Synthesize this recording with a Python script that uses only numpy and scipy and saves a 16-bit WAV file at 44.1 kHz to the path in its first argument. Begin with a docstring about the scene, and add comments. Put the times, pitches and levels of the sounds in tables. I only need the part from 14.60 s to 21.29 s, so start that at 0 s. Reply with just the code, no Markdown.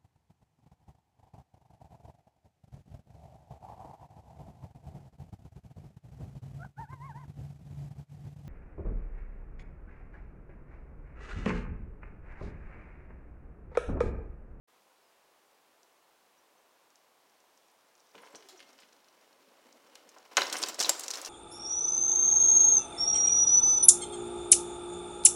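"""A quiet, leafless wood with a far-off bird. A mountain bike crosses a wooden ramp and passes close by.
Its wheels knock onto the far slope and rumble over the slats, setting the planks ringing; after a short
hop it slams onto the near slope. The chain slaps the frame, then rattles lightly as the tyres crunch
out over dirt and dry leaves. The trunks scatter a faint tail."""
import sys
import numpy as np
from scipy import signal
from scipy.fft import rfft, irfft
from scipy.io import wavfile
from scipy.ndimage import uniform_filter1d

SR = 44100
rng = np.random.default_rng(int(sys.argv[2]) if len(sys.argv) > 2 else 0)


def waveform_to_disk(signal):
    """Save audio, clipped to [-1, 1], as 16-bit WAV at the path in sys.argv[1]."""
    frames = np.transpose(np.atleast_2d(signal))
    scaled = np.clip(frames, -1, 1) * 32767
    samples = np.round(scaled).astype(np.int16)
    wavfile.write(sys.argv[1], SR, samples)


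N = 295029
T = np.arange(N) / SR
CUTOFF_HZ = 16000


def from_db(db):
    """Decibels to gain."""
    return 10 ** (np.asarray(db) / 20)


def rms_one(x):
    """Scale to rms 1."""
    return x / np.sqrt(np.mean(x ** 2) + 1e-20)


def at_hz(points, hz):
    """Read a curve along log frequency."""
    f, value = np.transpose(points)
    return np.interp(np.log(np.maximum(hz, 1)), np.log(f), value)


def eq(x, curve, size=4096):
    """Minimum-phase EQ: nothing rings ahead of an attack."""
    gain = from_db(at_hz(curve, np.fft.rfftfreq(size, 1 / SR)))
    cepstrum = irfft(np.log(gain))
    cepstrum[1:size // 2] *= 2
    cepstrum[size // 2 + 1:] = 0
    impulse = irfft(np.exp(rfft(cepstrum)))[:size // 2]
    return signal.fftconvolve(x, impulse)[:len(x)]


def butter(x, hz, kind):
    """A gentle low-, high- or band-pass."""
    return signal.sosfilt(signal.butter(2, hz, kind, fs=SR, output="sos"), x)


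def resonate(x, hz, width_hz):
    """One resonance, unity gain at its peak."""
    r = np.exp(-np.pi * width_hz / SR)
    feedback = [1, -2 * r * np.cos(2 * np.pi * hz / SR), r * r]
    return signal.lfilter(np.array([1, 0, -1]) * (1 - r * r) / 2, feedback, x + 1e-18)


def drift(per_s):
    """A smooth, bounded random modulator; rms 1."""
    knots = rng.standard_normal(4096)
    wander = np.interp(T * per_s, np.arange(len(knots)), knots)
    return rms_one(np.clip(rms_one(wander), -2, 2))


def grains(per_s, spread_db):
    """Random clicks of uneven size; rms 1."""
    sizes = from_db(spread_db * np.minimum(rng.exponential(1, N), 4))
    return rms_one(sizes * rng.choice([-1, 1], N) * (rng.random(N) < per_s / SR))


def burst(t60, rise_s, smooth_bins=201, snap_db=0.0, snap_s=0.00074, size=16384):
    """A contact: a snap, then a dying flurry of micro-impacts, flattened to drive all bands alike."""
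    t = np.arange(size) / SR
    attack = 1 - np.exp(-t / rise_s)
    decay = from_db(-60 * t / t60) + from_db(snap_db) * np.exp(-t / snap_s)
    spectrum = rfft(rng.standard_normal(size) * attack * decay)
    power = uniform_filter1d(abs(spectrum) ** 2, smooth_bins)
    return irfft(spectrum / np.sqrt(power + 1e-12))[:size // 2]


def ping(x, hz, width_hz=170, spread=0.506, count=7):
    """A small part rung by x: one mode at hz, inharmonic ones scattered around it; rms 1."""
    steps = np.linspace(-1, 1, count) + rng.uniform(-0.93, 1, count) / count
    partials = np.minimum(hz * np.exp(spread * steps), CUTOFF_HZ)
    others = sum(rng.choice([-1, 1]) * rms_one(resonate(x, f, width_hz)) for f in partials)
    return rms_one(rms_one(resonate(x, hz, width_hz)) + others)


def add(out, s, db, sound):
    """Spot a sound at time s, its loudest 4 ms at an rms level of db."""
    start = round(s * SR)
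    loudest = np.sqrt(uniform_filter1d(sound ** 2, 176).max())
    out[start:start + len(sound)] += (from_db(db) / loudest * sound)[:N - start]


# Tone of the ambience bed: f/Hz, level/dB
AIR_EQ = [(24, -47), (40, -13), (77, -32), (96, -21), (296, -6), (500, -1), (1010, -1.16), (1470, -7),
          (3700, -12), (15800, -20.5)]

def air(level_db=-67):
    """The steady, distant hush of the wood."""
    return from_db(level_db) * rms_one(eq(rng.standard_normal(N), AIR_EQ))


# Reverb time of the wood: f/Hz, t60/s
WOOD_DECAY = [(200, 0.66), (1500, 0.83), (6000, 0.53), (14000, 0.11)]

def trunks(x, wet_db=-9.0, build_s=0.00043, bands=8):
    """Diffuse scatter from ramp and trees; the treble dies first."""
    t = T[:SR]
    edges, tail = np.geomspace(100, 16000, bands + 1), 0
    for low, high in zip(edges, edges[1:]):
        band = butter(rng.standard_normal(SR), [low, high], "band")
        t60 = at_hz(WOOD_DECAY, np.sqrt(low * high))
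        tail = tail + band * from_db(-60 * t / t60)
    tail *= 1 - np.exp(-t / build_s)
    return from_db(wet_db) * signal.fftconvolve(x, tail / np.linalg.norm(tail))[:N]


# The bike's approach: t/s, distance/m
BIKE_PATH = [(3.5, 4), (5.77, 1.32), (6.25, 0.86), (6.69, 1)]

def reverb_send():
    """The sound dries up as the bike comes nearer, down to one metre."""
    metres = np.maximum(np.interp(T, *np.transpose(BIKE_PATH)), 1)
    return np.sqrt(metres / metres[0])


# Bird notes: t/s, length/s, f/Hz, level/dB
BIRD_NOTES = [(0.412, 0.11, 5050, -81), (1.777, 0.022, 5740, -72), (1.97, 0.025, 6250, -75)]

def bird(fall=0.043, waver=0.02):
    """A small bird far off: thin, wavering notes that slide down a little."""
    out = np.zeros(N)
    for s, length, hz, db in BIRD_NOTES:
        progress = np.linspace(0, 1, int(length * SR))
        bend = fall * (0.5 - progress) + waver * drift(per_s=300)[:len(progress)]
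        phase = 2 * np.pi * np.cumsum(hz * (1 + bend)) / SR
        add(out, s, db, np.sin(phase) * np.sin(np.pi * progress))
    return out


# Bright tone shared by trail ticks and chain: f/Hz, level/dB
CLICK_EQ = [(150, -51), (700, 3), (2000, -4), (6800, -1), (9300, -7), (12000, -9), (16000, -16)]

def click_tone(x, hz, fall_db):
    """Voice a hard click: a hump at hz, falling fall_db per octave to either side."""
    octaves = np.arange(-5, 4)
    hump = np.transpose([hz * 2.0 ** octaves, -fall_db * abs(octaves)])
    return eq(eq(x, hump), CLICK_EQ)


# Small ticks as the bike approaches: t/s, level/dB before trim
TRAIL_TICKS = [(1.231, -54), (2.3035, -58), (2.3565, -51.5), (2.803, -60), (2.975, -56), (3.3523, -55),
               (3.4032, -56), (4.13, -54), (4.33, -55), (5.126, -50.5), (5.584, -48)]

def trail_ticks(trim_db=-5.5):
    """Thin, faint snaps: a few far off before the bike arrives, more as it crosses the ramp."""
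    out = np.zeros(N)
    for s, db in TRAIL_TICKS:
        snap = burst(t60=0.012, rise_s=0.0004)
        add(out, s, db + trim_db, click_tone(snap, hz=5830, fall_db=16.0))
    return out


# Crisp tone shared by grit and drivetrain: f/Hz, level/dB
CRISP_EQ = [(500, -25), (1800, -4), (3200, -6), (5700, 10), (8000, -7), (11000, -7), (16000, -24)]

def crisp(x):
    """Thin clicks down to a dry, papery top end; rms 1."""
    return rms_one(eq(x, CRISP_EQ))


# Light ticking while coasting: t/s, rate/Hz, level/dB before trim
COAST_TICKS = [(4.25, 27, -59), (4.599, 23, -63), (5.02, 40, -72), (5.75, 39, -59)]

def drivetrain(trim_db=-5.5, uneven_db=3.0):
    """The coasting drivetrain ticks in step with the wheel's speed."""
    s, per_s, db = np.transpose(COAST_TICKS)
    tick_count = np.cumsum(np.interp(T, s, per_s, left=0, right=0)) / SR
    out = np.zeros(N)
    for at in T[1:][np.diff(np.floor(tick_count)) > 0]:
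        snap = crisp(burst(t60=0.025, rise_s=0.00051))
        tick = snap + ping(snap, hz=4230)
        tick_db = np.interp(at, s, db) + uneven_db * rng.standard_normal()
        add(out, at, tick_db + trim_db, tick)
    return out


# Hum of the tread on the boards: t/s, f/Hz, level/dB before flutter, octave/dB re fundamental
TREAD_HUM = [(3.53, 420, -73, -11), (3.59, 490, -59.5, -2), (3.66, 500, -64, 8), (3.73, 590, -66.5, -5),
             (3.81, 430, -66, -16), (3.95, 353, -64.5, -7), (4.049, 250, -76, -2), (4.5, 266, -80, 4),
             (5.099, 290, -68, 1), (5.698, 280, -70, 8)]

def tread_hum(flutter_db=4.5, climb_waver_hz=21, deck_waver_hz=50, deck_start_s=4.05):
    """Knobs meet the boards in a nearly regular stream, which blurs to a rumble on the uneven deck."""
    s, hz, db, octave_db = np.transpose(TREAD_HUM)
    waver_hz = np.where(T < deck_start_s, climb_waver_hz, deck_waver_hz)
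    knob_hz = np.interp(T, s, hz) + waver_hz * drift(per_s=150)
    phase = 2 * np.pi * np.cumsum(knob_hz) / SR
    octave = from_db(np.interp(T, s, octave_db))
    tone = rms_one((np.sin(phase) + octave * np.sin(2 * phase)) / np.hypot(1, octave))
    fader_db = np.interp(T, s, db, left=-120, right=-120)
    return tone * from_db(fader_db + flutter_db * (drift(per_s=60) - 0.5))


# Resonances of the ramp's planks: f/Hz, width/Hz, level/dB relative to ring_db
PLANK_RING = [(344, 59, -6), (450, 140, -4), (562, 37, -2.5), (760, 56, -8.5), (1010, 76, 3.5),
              (1154, 34, -10.5), (1495, 37, 1.5), (1650, 56, 2), (1830, 38, -1), (2130, 110, 5),
              (2580, 45, 4), (2980, 430, 4)]

def planks(x, ring_db):
    """The contact itself plus the woody ring it sets off."""
    return x + sum(from_db(ring_db + db) * resonate(x, hz, width) for hz, width, db in PLANK_RING)


def clinks(level_db=-9.0, per_s=12, low_hz=2700, high_hz=9500, count=12):
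    """Loose parts and leaves click at random, each at its own pitch; each of the count pitches clicks about
    per_s times a second."""
    out = np.zeros(N)
    for hz in np.geomspace(low_hz, high_hz, count):
        hits = signal.fftconvolve(grains(per_s, spread_db=3.5), burst(t60=0.05, rise_s=0.00036))
        out += resonate(hits[:N], hz, width_hz=0.053 * hz)
    return from_db(level_db) * rms_one(out)


# Ground under the tyres, in order: trail, far slope, deck, crest, near slope, foot of the ramp, dirt and
# leaves. t/s, length/s, starting rumble/dB, starting crunch/dB, swell/(dB/s)
GROUND = [(2.6, 0.94, -92, -79.5, 8), (3.532, 0.69, -65.5, -65, -5), (4.272, 1.385, -74, -81.5, 7.5),
          (5.709, 0.06, -56, -58, -5), (5.763, 0.32, -43, -44, -3), (6.179, 0.13, -42, -39, -5),
          (6.3, 0.57, -49.5, -48.5, -3)]

def tyre_load(attack_s=0.01, release_db_per_s=175):
    """Envelopes of rumble and crunch: on each stretch the tyres bite, swell or fade, then let go."""
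    rumble, crunch = 0, 0
    for s, length, rumble_db, crunch_db, swell_db_per_s in GROUND:
        held = np.clip(T - s, 0, length)
        after = np.maximum(T - s - length, 0)
        shape = np.minimum(held / attack_s, 1) * from_db(swell_db_per_s * held - release_db_per_s * after)
        rumble = np.maximum(rumble, from_db(rumble_db) * shape)
        crunch = np.maximum(crunch, from_db(crunch_db) * shape)
    return rumble, crunch


# Tone of the tyre rumble: f/Hz, level/dB
TYRE_EQ = [(30, -45), (90, -35), (175, -15.5), (305, 0), (500, -1), (1100, -3), (2000, -8.5), (4000, -11.5),
           (12000, -23.5)]

def rolling(grit_db=-9.5, bump_db=3.0, rattle_db=8.0, ramp_end_s=6.33, dirt_low_cut_hz=340):
    """Tread knobs drum, hollow on wood and thin on dirt; grit and leaves crackle with each bump."""
    rumble, crunch = tyre_load()
    bumps = drift(per_s=110)
    knobs = rms_one(eq(grains(per_s=3000, spread_db=2.5), TYRE_EQ))
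    on_wood = rms_one(planks(knobs, ring_db=-8.0))
    on_dirt = rms_one(butter(knobs, dirt_low_cut_hz, "high"))
    tread = np.where(T < ramp_end_s, on_wood, on_dirt) * from_db(bump_db * bumps)
    grit = crisp(grains(per_s=650, spread_db=3.5))
    rattle = (bumps + drift(per_s=300)) / 2
    grit *= from_db(grit_db + rattle_db * rattle)
    return rumble * tread + crunch * (grit + clinks())


# Each wheel's weight landing on the ramp's frame: t/s, level/dB
RAMP_THUMPS = [(3.548, -54), (3.736, -53.5)]
# Their hollow low end: f/Hz, level/dB
THUMP_EQ = [(35, -30), (90, -25), (150, -9), (220, 1.5), (450, 3), (900, -32), (3000, -51)]

def ramp_thumps():
    """The hollow ramp booms as the front and then the rear wheel mount it."""
    out = np.zeros(N)
    for s, db in RAMP_THUMPS:
        add(out, s, db, eq(burst(t60=0.19, rise_s=0.0013), THUMP_EQ))
    return out


# Loose boards snapping under the weight: t/s, level/dB before trim
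BOARD_SNAPS = [(3.5798, -50), (3.749, -45.5), (3.825, -53), (3.9942, -51), (4.004, -46), (4.028, -52),
               (4.189, -51), (4.222, -54), (4.2337, -53.5)]
# Their hard upper mids: f/Hz, level/dB
SNAP_EQ = [(200, -17), (700, -13), (1900, 1), (4800, -1.5), (7000, -15), (14000, -38)]

def board_snaps(trim_db=-1.5):
    """A board snaps against its support: one spike, a short flurry and the ring of the planks."""
    out = np.zeros(N)
    for s, db in BOARD_SNAPS:
        flurry = burst(t60=0.052, rise_s=0.00032)
        force = signal.unit_impulse(len(flurry)) + flurry / np.linalg.norm(flurry)
        add(out, s, db + trim_db, planks(eq(force, SNAP_EQ), ring_db=-13.0))
    return out


# Light metallic clinks of the chain on the run-out: t/s, level/dB, f/Hz, t60/s
CHAIN_RATTLE = [(6.144, -39.5, 6400, 0.024), (6.395, -33.5, 9100, 0.024), (6.407, -38.5, 6700, 0.047),
                (6.4356, -35.5, 6400, 0.054), (6.481, -30.5, 5750, 0.024), (6.5048, -31, 6100, 0.033),
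                (6.511, -30, 5700, 0.024), (6.536, -34.5, 5100, 0.065), (6.555, -37, 5260, 0.031),
                (6.572, -39, 6030, .025), (6.615, -38.5, 8000, .028), (6.648, -35.5, 5700, 0.047),
                (6.659, -36, 5950, .04)]

def chain_rattle(ring_db=-10.0):
    """The chain rattles as the bike rolls out, each clink with a brief ring of its own."""
    out = np.zeros(N)
    for s, db, hz, t60 in CHAIN_RATTLE:
        clink = burst(t60, rise_s=0.00025)
        clink = rms_one(clink) + from_db(ring_db) * ping(clink, hz)
        add(out, s, db, click_tone(clink, hz, fall_db=9.0))
    return out


# Metal hits on the frame: chain slaps, a ringing frame part and the frame bottoming out: t/s, level/dB, f/Hz,
# roll-off/(dB/octave), t60/s
FRAME_HITS = [(3.552, -52, 2440, 9, .03), (3.755, -48, 5870, 13, 0.055), (3.887, -49.5, 4263, 0, 0.16),
              (3.973, -59, 5860, 25, 0.1), (4.201, -59, 4900, 0, 0.082), (5.354, -46.5, 3050, 5, 0.022),
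              (5.49, -53, 6500, 4, 0.037), (5.7692, -20, 6520, 33, 0.026), (5.7691, -21.5, 2430, 7, 0.086),
              (5.8088, -29, 2800, 14, 0.013), (5.818, -24.5, 3910, 15, 0.017),
              (5.829, -34.5, 3600, 11, 0.021), (5.868, -36.5, 5250, 26, 0.017),
              (5.898, -38.5, 5520, 15, 0.026), (5.9264, -28.5, 5670, 5.5, 0.062),
              (5.967, -33.5, 5370, 14, 0.021), (5.984, -37.5, 8300, 19, 0.032),
              (6.019, -36, 6600, 0, 0.028), (6.0276, -26.5, 5270, 14, 0.014),
              (6.0361, -23, 4520, 13, 0.012), (6.061, -38.5, 6300, 12, 0.034),
              (6.085, -32.5, 7700, 2, 0.062), (6.192, -31, 5430, 4.5, 0.051),
              (6.2008, -23.5, 6000, 13, 0.022), (6.206, -24.5, 5430, 8, 0.025),
              (6.2104, -27.5, 5300, 1.5, 0.049), (6.2258, -26.5, 5200, 8, 0.037),
              (6.2348, -27.5, 5700, 12, 0.022), (6.245, -27, 3970, 23, 0.047),
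              (6.256, -33.5, 5470, 4, .03), (6.293, -16, 7400, 6.5, 0.032)]

def frame_hits(ring_db=-6.5):
    """Metal strikes the frame, mostly chain links slapping it: a sharp transient and a brief metallic ring."""
    out = np.zeros(N)
    for s, db, hz, fall_db, t60 in FRAME_HITS:
        slap = burst(t60, rise_s=0.00016, snap_db=-1.0)
        slap = rms_one(slap) + from_db(ring_db) * ping(slap, hz)
        add(out, s, db, click_tone(slap, hz, fall_db))
    return out


# Wheels striking planks and ground: t/s, level/dB before trim, f/Hz, t60/s
WHEEL_KNOCKS = [(3.547, -43, 770, 0.043), (3.581, -44, 1880, 0.055), (3.631, -40.5, 1150, 0.045),
                (3.672, -47.5, 1680, 0.045), (3.729, -46, 920, .05), (3.739, -46, 520, 0.064),
                (3.753, -43, 520, 0.032), (5.562, -41, 800, 0.11), (5.712, -42.5, 1010, 0.12),
                (5.7697, -10, 2100, 0.015), (5.7766, -10, 1370, 0.038), (5.784, -18.5, 930, 0.041),
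                (5.8173, -17.5, 1500, 0.02), (5.941, -25, 1160, 0.051), (5.9538, -23.5, 1530, 0.016),
                (6.034, -24.5, 960, 0.03), (6.183, -41, 705, 0.04), (6.205, -29, 950, 0.046),
                (6.244, -28.5, 750, 0.058), (6.2925, -20.5, 600, 0.02)]
# Their mid-heavy body: f/Hz, level/dB
KNOCK_EQ = [(50, -58), (150, -25), (300, -5), (600, 5), (2500, -5), (4000, -13), (12000, -45)]

def wheel_knocks(trim_db=-10.5):
    """Tyres strike and set the planks ringing; the lower a blow's pitch, the duller its top end."""
    out = np.zeros(N)
    for s, db, hz, t60 in WHEEL_KNOCKS:
        blow = burst(t60, rise_s=0.00068, smooth_bins=21)
        blow = resonate(blow, hz, width_hz=1.57 * hz)
        blow = butter(blow, 2.5 * hz, "low")
        add(out, s, db + trim_db, planks(eq(blow, KNOCK_EQ), ring_db=-2.0))
    return out


def scene():
    """The mono mix: bike, bird and their reverb over the ambience bed."""
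    impacts = ramp_thumps() + wheel_knocks() + board_snaps() + frame_hits() + chain_rattle()
    sources = impacts + rolling() + tread_hum() + drivetrain() + trail_ticks() + bird()
    return (sources + trunks(sources * reverb_send()) + air())[None]


def record(dry, start_s=0.073, fade_s=0.013):
    """A moment of silence, a quick fade-in and a steep high cut."""
    fade_in = np.clip((T - start_s) / fade_s, 0, 1)
    high_cut = signal.ellip(10, 0.1, 80, CUTOFF_HZ, fs=SR, output="sos")
    return signal.sosfilt(high_cut, dry * fade_in)


dry = scene()
out = record(dry)
waveform_to_disk(out)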